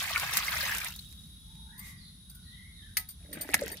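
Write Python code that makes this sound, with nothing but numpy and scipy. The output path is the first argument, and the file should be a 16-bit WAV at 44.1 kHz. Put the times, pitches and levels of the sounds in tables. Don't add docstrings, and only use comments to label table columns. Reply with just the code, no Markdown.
import sys
import numpy as np
from scipy import signal
from scipy.fft import rfft, irfft, next_fast_len
from scipy.io import wavfile
from scipy.ndimage import map_coordinates

SR = 44100
rng = np.random.default_rng(int(sys.argv[2]) if len(sys.argv) > 2 else 0)


def file_out(sig):
    cols = np.atleast_2d(sig).T
    lim = np.clip(cols, -1, 1)
    pcm = np.round(lim * 32767).astype(np.int16)
    wavfile.write(sys.argv[1], SR, pcm)


N = 167580


def amp(db):
    return 10 ** (np.asarray(db) / 20)


def unit(x):
    return x / np.sqrt(np.mean(x ** 2) + 1e-20)


def along(points, hz):
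    point_hz, values = np.transpose(points)
    return np.interp(np.log(hz + 1), np.log(point_hz + 1), values)


def gains(rows):
    times_s, *columns_db = np.transpose(rows)
    t = np.arange(N) / SR
    active = (t > times_s[0] - .1) * (t < times_s[-1] + .1)
    return [amp(np.interp(t, times_s, db)) * active for db in columns_db]


def wobble(knots_per_s):
    knots = rng.standard_normal(int(N * knots_per_s / SR) + 4)
    return map_coordinates(knots, [np.arange(N) * knots_per_s / SR])


def filtered(x, response):
    n = x.shape[-1]
    m = next_fast_len(n + 4096)
    return irfft(rfft(x, m) * response(np.fft.rfftfreq(m, 1 / SR)), m)[..., :n]


def coloured(x, spectrum):
    return unit(filtered(x, lambda hz: amp(along(spectrum, hz))))


# (frequency [Hz], correlation [0-1])
STEREO_CORRELATION = [(50, 0.96), (200, 0.95), (800, 0.034), (3000, 0.059), (12000, 0)]


def rush(spectrum):
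    def mid_side_gains(hz):
        angle = np.arccos(np.clip(along(STEREO_CORRELATION, hz), -1, 1)) / 2
        return np.array([np.cos(angle), np.sin(angle)])
    mid, side = filtered(rng.standard_normal((2, N)), mid_side_gains)
    return coloured(np.array([mid + side, mid - side]), spectrum)


def fuzzy_tone(hz, half_width_hz):
    noise = rng.standard_normal((2, 2, len(hz)))
    a, b = filtered(noise, lambda f: 1 / (1 + (f / half_width_hz) ** 4) ** .5)
    phase = 2 * np.pi * np.cumsum(hz) / SR
    return unit(a * np.cos(phase) + b * np.sin(phase))


def add(out, start_s, x):
    part = out[:, max(round(start_s * SR), 0):][:, :x.shape[-1]]
    part += x[..., :part.shape[1]]


def bubble(t, hz, life_cycles, rise=0.036):
    cycles = np.maximum(t, 0) * hz
    tone = np.sin(2 * np.pi * cycles * (1 + rise * cycles / life_cycles))
    return tone * amp(-60 * cycles / life_cycles) * (1 - np.exp(-cycles / 0.59))


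LEAD_S, LAG_SPREAD_S, PAN_SPREAD_DB = .00007, .00007, 2.5


def grains(t0_s, t1_s, count, hz, spread, life_cycles, size_db, samples=500):
    u, g = rng.random((count, 2)), rng.standard_normal((count, 3))
    pitch_hz = np.clip(hz * np.exp(spread * g[:, :1]), 150, SR / 3)
    strength = amp(size_db * np.minimum(-np.log(1 - u[:, 1:]), 3.5))
    starts = (SR * np.abs(t0_s + (t1_s - t0_s) * u[:, :1])).astype(int)
    where = starts + np.arange(samples)
    channels = []
    for side in (.5, -.5):
        t = np.arange(samples) / SR + side * (LEAD_S + LAG_SPREAD_S * g[:, 1:2]) - .0002
        pan = amp(side * PAN_SPREAD_DB * g[:, 2:])
        waves = strength * pan * bubble(t, pitch_hz, life_cycles)
        channels.append(np.bincount(where.ravel(), waves.ravel(), N)[:N])
    return unit(np.array(channels))


def shower(x, spectrum, active_s):
    return coloured(x, spectrum) * np.sqrt(active_s * SR / N)


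def ring(modes, t):
    draws = rng.standard_normal((len(modes), 2, 2, 1))
    out = 0
    for (hz, db, t60_s), (level_db, phase) in zip(modes, draws):
        out = out + amp(db + level_db - 60 * t / t60_s) * np.sin(2 * np.pi * hz * t + phase)
    return out


RING_RISE_S = 0.0024


def ring_rise(t):
    return 1 - np.exp(-t / RING_RISE_S)


def burst(t, colour, t60_s):
    return coloured(rng.standard_normal((2, len(t))), colour) * amp(-60 * t / t60_s)


# (frequency [Hz], relative gain [dB])
AIR_SPECTRUM = [(22, -37.5), (45, 1.5), (80, 1), (120, -7.5), (180, -3.5), (280, -21), (520, -38),
                (1500, -32.5), (2600, -38), (3300, -26.5), (6000, -31), (8300, -39), (13500, -36),
                (16000, -40.5)]
AIR_DB, AIR_WOBBLE_DB = -51.5, 1


def air():
    return amp(AIR_DB + AIR_WOBBLE_DB * wobble(7.15)) * rush(AIR_SPECTRUM)


# (frequency [Hz], half width [Hz], base level [dB])
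INSECT_TONES = [(3803, 36.5, -60), (3410, 8.1, -70)]
# (time [s], level change [dB])
INSECT_SWELL_DB = [(0, 4), (1.7, 2), (1.9, -4), (2.8, -1), (3.3, -3)]
SHRILL_HZ, SHRILL_HALF_WIDTH_HZ, SHRILL_DB = 10240, 500, -60.5


def insects():
    out = amp(SHRILL_DB) * fuzzy_tone(np.full(N, SHRILL_HZ), SHRILL_HALF_WIDTH_HZ)
    swell_db = np.interp(np.arange(N) / SR, *np.transpose(INSECT_SWELL_DB))
    for hz, half_width_hz, db in INSECT_TONES:
        out += amp(db + swell_db + wobble(7.3)) * fuzzy_tone(np.full(N, hz), half_width_hz)
    return out


# (time [s], bubble base level [dB], spray base level [dB])
POUR_LEVELS = [(0, -36.5, -39), (.12, -38.5, -42), (.22, -35, -40), (.29, -37, -46), (.37, -34, -37),
               (.42, -37.5, -42.5), (.64, -34.5, -38), (.76, -35.5, -44.5), (.8, -42.5, -46.5),
               (.87, -40, -45), (.95, -63.5, -54), (1.12, -90.5, -64), (1.6, -100, -77)]
# (frequency [Hz], relative gain [dB]); spray also colours the stirring fizz
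BUBBLE_SPECTRUM = [(300, -32.5), (480, -20), (700, -11.5), (1000, -7.5), (1450, -4), (2200, 1.5),
                   (2900, -3.5), (5000, -11), (8000, -55)]
SPRAY_SPECTRUM = [(1500, -22), (3200, 1.5), (4500, 0.5), (7500, -3.5), (11000, 2), (14500, 5.5), (16000, 1)]
RUMBLE_SPECTRUM = [(35, -36), (72, -1.5), (110, -10.5), (170, -12), (300, -26)]
POUR_RUMBLE_DB = -10.5


def pour():
    body, spray = gains(POUR_LEVELS)
    cloud = grains(0, 1.2, count=2300, hz=1808, spread=0.552, life_cycles=22.6, size_db=4, samples=900)
    mist = grains(0, 1.7, count=3200, hz=7040, spread=0.53, life_cycles=11.7, size_db=6.0, samples=200)
    bubbles = shower(cloud, BUBBLE_SPECTRUM, 1.06)
    drops = shower(mist, SPRAY_SPECTRUM, 1.57)
    under = amp(-2.5) * bubbles + amp(-8.5) * rush(BUBBLE_SPECTRUM)
    under = under + amp(POUR_RUMBLE_DB) * rush(RUMBLE_SPECTRUM)
    flicker = amp(0.45 * wobble(51.0))
    return body * under + spray * flicker * (drops + amp(-5.0) * rush(SPRAY_SPECTRUM))


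# (time [s], level [dB])
SPATTER_EVENTS = [(.108, -27.5), (.178, -22), (.198, -21.5), (.336, -20.5), (0.3709, -13), (0.3755, -16),
                  (0.749, -24), (0.771, -28), (0.7832, -20), (.803, -31), (.846, -24.5), (0.9622, -34.5),
                  (.992, -43), (1.126, -42), (1.553, -49), (3.4905, -37), (3.5399, -20.5), (3.543, -10),
                  (3.5487, -24), (3.611, -32.5), (3.661, -31.5), (3.68, -31.5)]
SPATTER_SPECTRUM = [(300, -19), (1500, -6.5), (5000, -2), (8000, -2), (12000, 1), (16000, -10.5)]
SPATTER_T60_S = 0.0065


def spatters():
    out, t = np.zeros((2, N)), np.arange(SR // 10) / SR
    for start_s, db in SPATTER_EVENTS:
        add(out, start_s, amp(db) * burst(t, SPATTER_SPECTRUM, SPATTER_T60_S))
    return out


# (time [s], initial pitch [Hz], level [dB], 60 dB life [cycles])
PLOP_EVENTS = [(.110, 730, -28, 14.5), (.130, 3230, -22, 33), (.153, 1570, -16, 11),
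               (0.1601, 2380, -10, 21), (0.168, 1406, -23, 53), (.231, 860, -27.5, 20),
               (.368, 1170, -22, 12), (.4815, 2125, -19, 46), (.568, 1950, -18, 22), (.652, 2040, -22, 24),
               (0.721, 1595, -23.5, 24), (0.815, 2330, -28, 47), (0.991, 4126, -30, 50),
               (3.37, 292, -26.5, 7.2), (3.373, 1960, -31, 8.8), (3.4903, 410, -26, 13.5),
               (3.49, 1700, -18, 5.3), (3.536, 2540, -12.5, 13.5), (3.54, 200, -30.5, 12.6),
               (3.5423, 2060, -2.5, 11), (3.5424, 1016, -12, 7.5), (3.545, 1580, -10.5, 11),
               (3.554, 2030, -29, 18), (3.619, 558, -22.5, 28.6), (3.634, 449, -30.5, 35),
               (3.68, 2020, -30.5, 26)]


def plops():
    out, t = np.zeros((2, N)), np.arange(SR // 10) / SR
    for start_s, hz, db, life_cycles in PLOP_EVENTS:
        add(out, start_s, amp(db) * bubble(t + np.array([[0], [-LEAD_S]]), hz, life_cycles))
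    return out


WALL_DB, WALL_T60_S, WALL_LOW_HZ = -1, 0.035, 800


def walls(water):
    t, out = np.arange(SR // 10) / SR, np.zeros((2, N))
    block = SR // 20
    for start in range(0, N, block):
        tail = rng.standard_normal((2, len(t))) * amp(-60 * t / WALL_T60_S) * (t > .0007)
        tail = unit(tail) / np.sqrt(len(t))
        add(out, start / SR, signal.fftconvolve(water[:, start:start + block], tail, axes=1))
    return amp(WALL_DB) * filtered(out, lambda hz: hz / np.hypot(hz, WALL_LOW_HZ))


# (time [s], length [s], start pitch [Hz], end pitch [Hz], base level [dB])
BIRD_CALLS = [(1.422, 0.4, 892, 903, -68.5), (1.659, .2, 1410, 2453, -60), (1.74, .12, 1042, 1185, -65),
              (1.76, 0.17, 2078, 1939, -56.5), (1.968, .11, 4900, 3300, -56.5),
              (2.28, .14, 1586, 1400, -69.5), (2.412, 0.14, 4575, 3090, -58.5),
              (2.44, .26, 1880, 2122, -60), (2.719, 0.12, 4270, 3170, -57.5), (2.738, .18, 2096, 1448, -63)]
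BIRD_WAVER_SHARE, BIRD_ECHO_T60_S = .04, .65


def birds():
    out, t = np.zeros((2, N)), np.arange(SR // 2) / SR
    for start_s, length_s, start_hz, end_hz, db in BIRD_CALLS:
        u = np.linspace(0, 1, int(length_s * SR))
        waver = 1 + BIRD_WAVER_SHARE * wobble(121.3)[:len(u)]
        hz = (start_hz + (end_hz - start_hz) * u) * waver
        call = np.sqrt(np.abs(np.sin(np.pi * u))) * np.sin(2 * np.pi * np.cumsum(hz) / SR)
        echo = unit(rng.standard_normal((2, len(t))) * amp(-60 * t / BIRD_ECHO_T60_S)) / np.sqrt(len(t))
        add(out, start_s, amp(db + 6) * signal.fftconvolve(call[None], echo, axes=1))
    return out


# (nominal frequency [Hz], base level [dB], t60 [s])
BANGLE_MODES = [(4590, -8.5, 0.089), (8910, 1, 0.082), (13680, 2.5, 0.078), (14600, -4.5, 0.091)]
BANGLE_SPREAD_SHARE, CLINK_TICK_DB, CLINK_TICK_T60_S = 0.0145, -5.5, 0.08


def jingle(t, count=5):
    modes = []
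    for hz, db, t60_s in BANGLE_MODES:
        for g in rng.standard_normal(count):
            modes.append((hz * (1 + BANGLE_SPREAD_SHARE * g), db, t60_s))
    tick = amp(CLINK_TICK_DB) * burst(t, SPATTER_SPECTRUM, CLINK_TICK_T60_S)
    return (ring(modes, t) / np.sqrt(count) + tick) * ring_rise(t)


# (time [s], base level [dB])
CLINK_EVENTS = [(1.778, -39), (1.791, -32), (1.865, -44), (2.297, -35.5), (2.348, -40), (2.969, -14.5),
                (2.996, -29.5), (3.087, -29), (3.105, -34.5), (3.328, -27.5), (3.41, -20.5), (3.423, -31.5),
                (3.716, -25.5)]


def clinks():
    out, t = np.zeros((2, N)), np.arange(SR // 5) / SR
    for start_s, db in CLINK_EVENTS:
        add(out, start_s, amp(db - 9.5) * jingle(t))
    return out


RUSTLE_S, RUSTLE_LENGTH_S, RUSTLE_DB = 1.78, 0.19, -50.5


def rustle():
    out = np.zeros((2, N))
    swell = np.hanning(int(RUSTLE_LENGTH_S * SR))
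    add(out, RUSTLE_S, amp(RUSTLE_DB) * swell * rush(SPATTER_SPECTRUM)[:, :len(swell)])
    return out


# (frequency [Hz], relative level [dB], t60 [s])
BASIN_MODES = [(760, -31, 0.24), (902, -28.5, 0.25), (1273, -23, 0.22), (1986, -10.5, 0.14),
               (2023, -10, 0.13), (4530, -29, 0.061), (6200, -6, 0.033)]
# (frequency [Hz], relative gain [dB])
KNOCK_SPECTRUM = [(500, -53), (1900, 12), (2900, 0), (4500, 4.5), (6500, 0.5), (8000, -10), (10000, 7.5),
                  (16000, -14)]
KNOCK_S, KNOCK_RING_DB = 2.9698, -24
CRACK_DB, CRACK_T60_S, WASH_DB, WASH_T60_S = -20.5, 0.04, -38.5, 0.22


def knock():
    out, t = np.zeros((2, N)), np.arange(SR // 5) / SR
    tone = amp(KNOCK_RING_DB) * ring(BASIN_MODES, t) * ring_rise(t)
    crack = amp(CRACK_DB) * burst(t, KNOCK_SPECTRUM, CRACK_T60_S)
    wash = amp(WASH_DB) * burst(t, KNOCK_SPECTRUM, WASH_T60_S)
    add(out, KNOCK_S, tone + crack + wash)
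    return out


# (time [s], base level [dB])
BUMP_LEVELS = [(3.22, -71), (3.27, -56.5), (3.37, -49), (3.66, -52), (3.78, -65)]
# (frequency [Hz], relative level [dB], t60 [s])
BOTTOM_MODES = [(291.4, 0, 0.094), (421, -6.5, 0.067), (597, -2.5, 0.075)]


def bumps(count=16):
    out, t = np.zeros((2, N)), np.arange(SR // 10) / SR
    times_s, levels_db = np.transpose(BUMP_LEVELS)
    slots = (np.arange(count) + rng.random(count)) / count
    for start_s in times_s[0] + (times_s[-1] - times_s[0]) * slots:
        level = amp(np.interp(start_s, times_s, levels_db) + 8)
        add(out, start_s, level * ring(BOTTOM_MODES, t)[:1] * ring_rise(t))
    return out


# (time [s], slosh base level [dB], fizz base level [dB])
STIR_LEVELS = [(3.29, -67, -80), (3.34, -46.5, -51.5), (3.46, -49, -52.5), (3.55, -39.5, -47.5),
               (3.64, -42.5, -47.5), (3.71, -47.5, -52), (3.8, -61, -58)]
# (frequency [Hz], relative gain [dB])
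SLOSH_SPECTRUM = [(30, -14), (50, 3), (110, -6), (180, 1.5), (300, -5), (560, -2), (900, -6), (1150, -15),
                  (1900, 9), (3000, -3), (5000, -30)]
SWISH_SPECTRUM = [(400, -17), (2000, 4.5), (5000, -12), (15000, -19)]
SWISH_DB = -8


def stir():
    slosh, fizz = gains(STIR_LEVELS)
    large = grains(3.2, 3.8, count=300, hz=1000, spread=0.852, life_cycles=19, size_db=3, samples=1800)
    fine = grains(3.2, 3.8, count=300, hz=6530, spread=0.6, life_cycles=9, size_db=5.5, samples=140)
    gurgle = shower(large, SLOSH_SPECTRUM, 0.49)
    drops = shower(fine, SPRAY_SPECTRUM, 0.43)
    body = amp(-2.0) * gurgle + amp(-12.5) * rush(SLOSH_SPECTRUM)
    return slosh * body + fizz * (drops + amp(SWISH_DB) * rush(SWISH_SPECTRUM))


def scene():
    water = pour() + spatters() + plops() + bumps() + stir()
    hands = clinks() + rustle() + knock()
    return air() + insects() + water + walls(water) + birds() + hands


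TOP_HZ = 15600


def record(dry):
    return filtered(dry, lambda hz: 1 / (1 + (hz / TOP_HZ) ** 80))


dry = scene()
out = record(dry)
file_out(out)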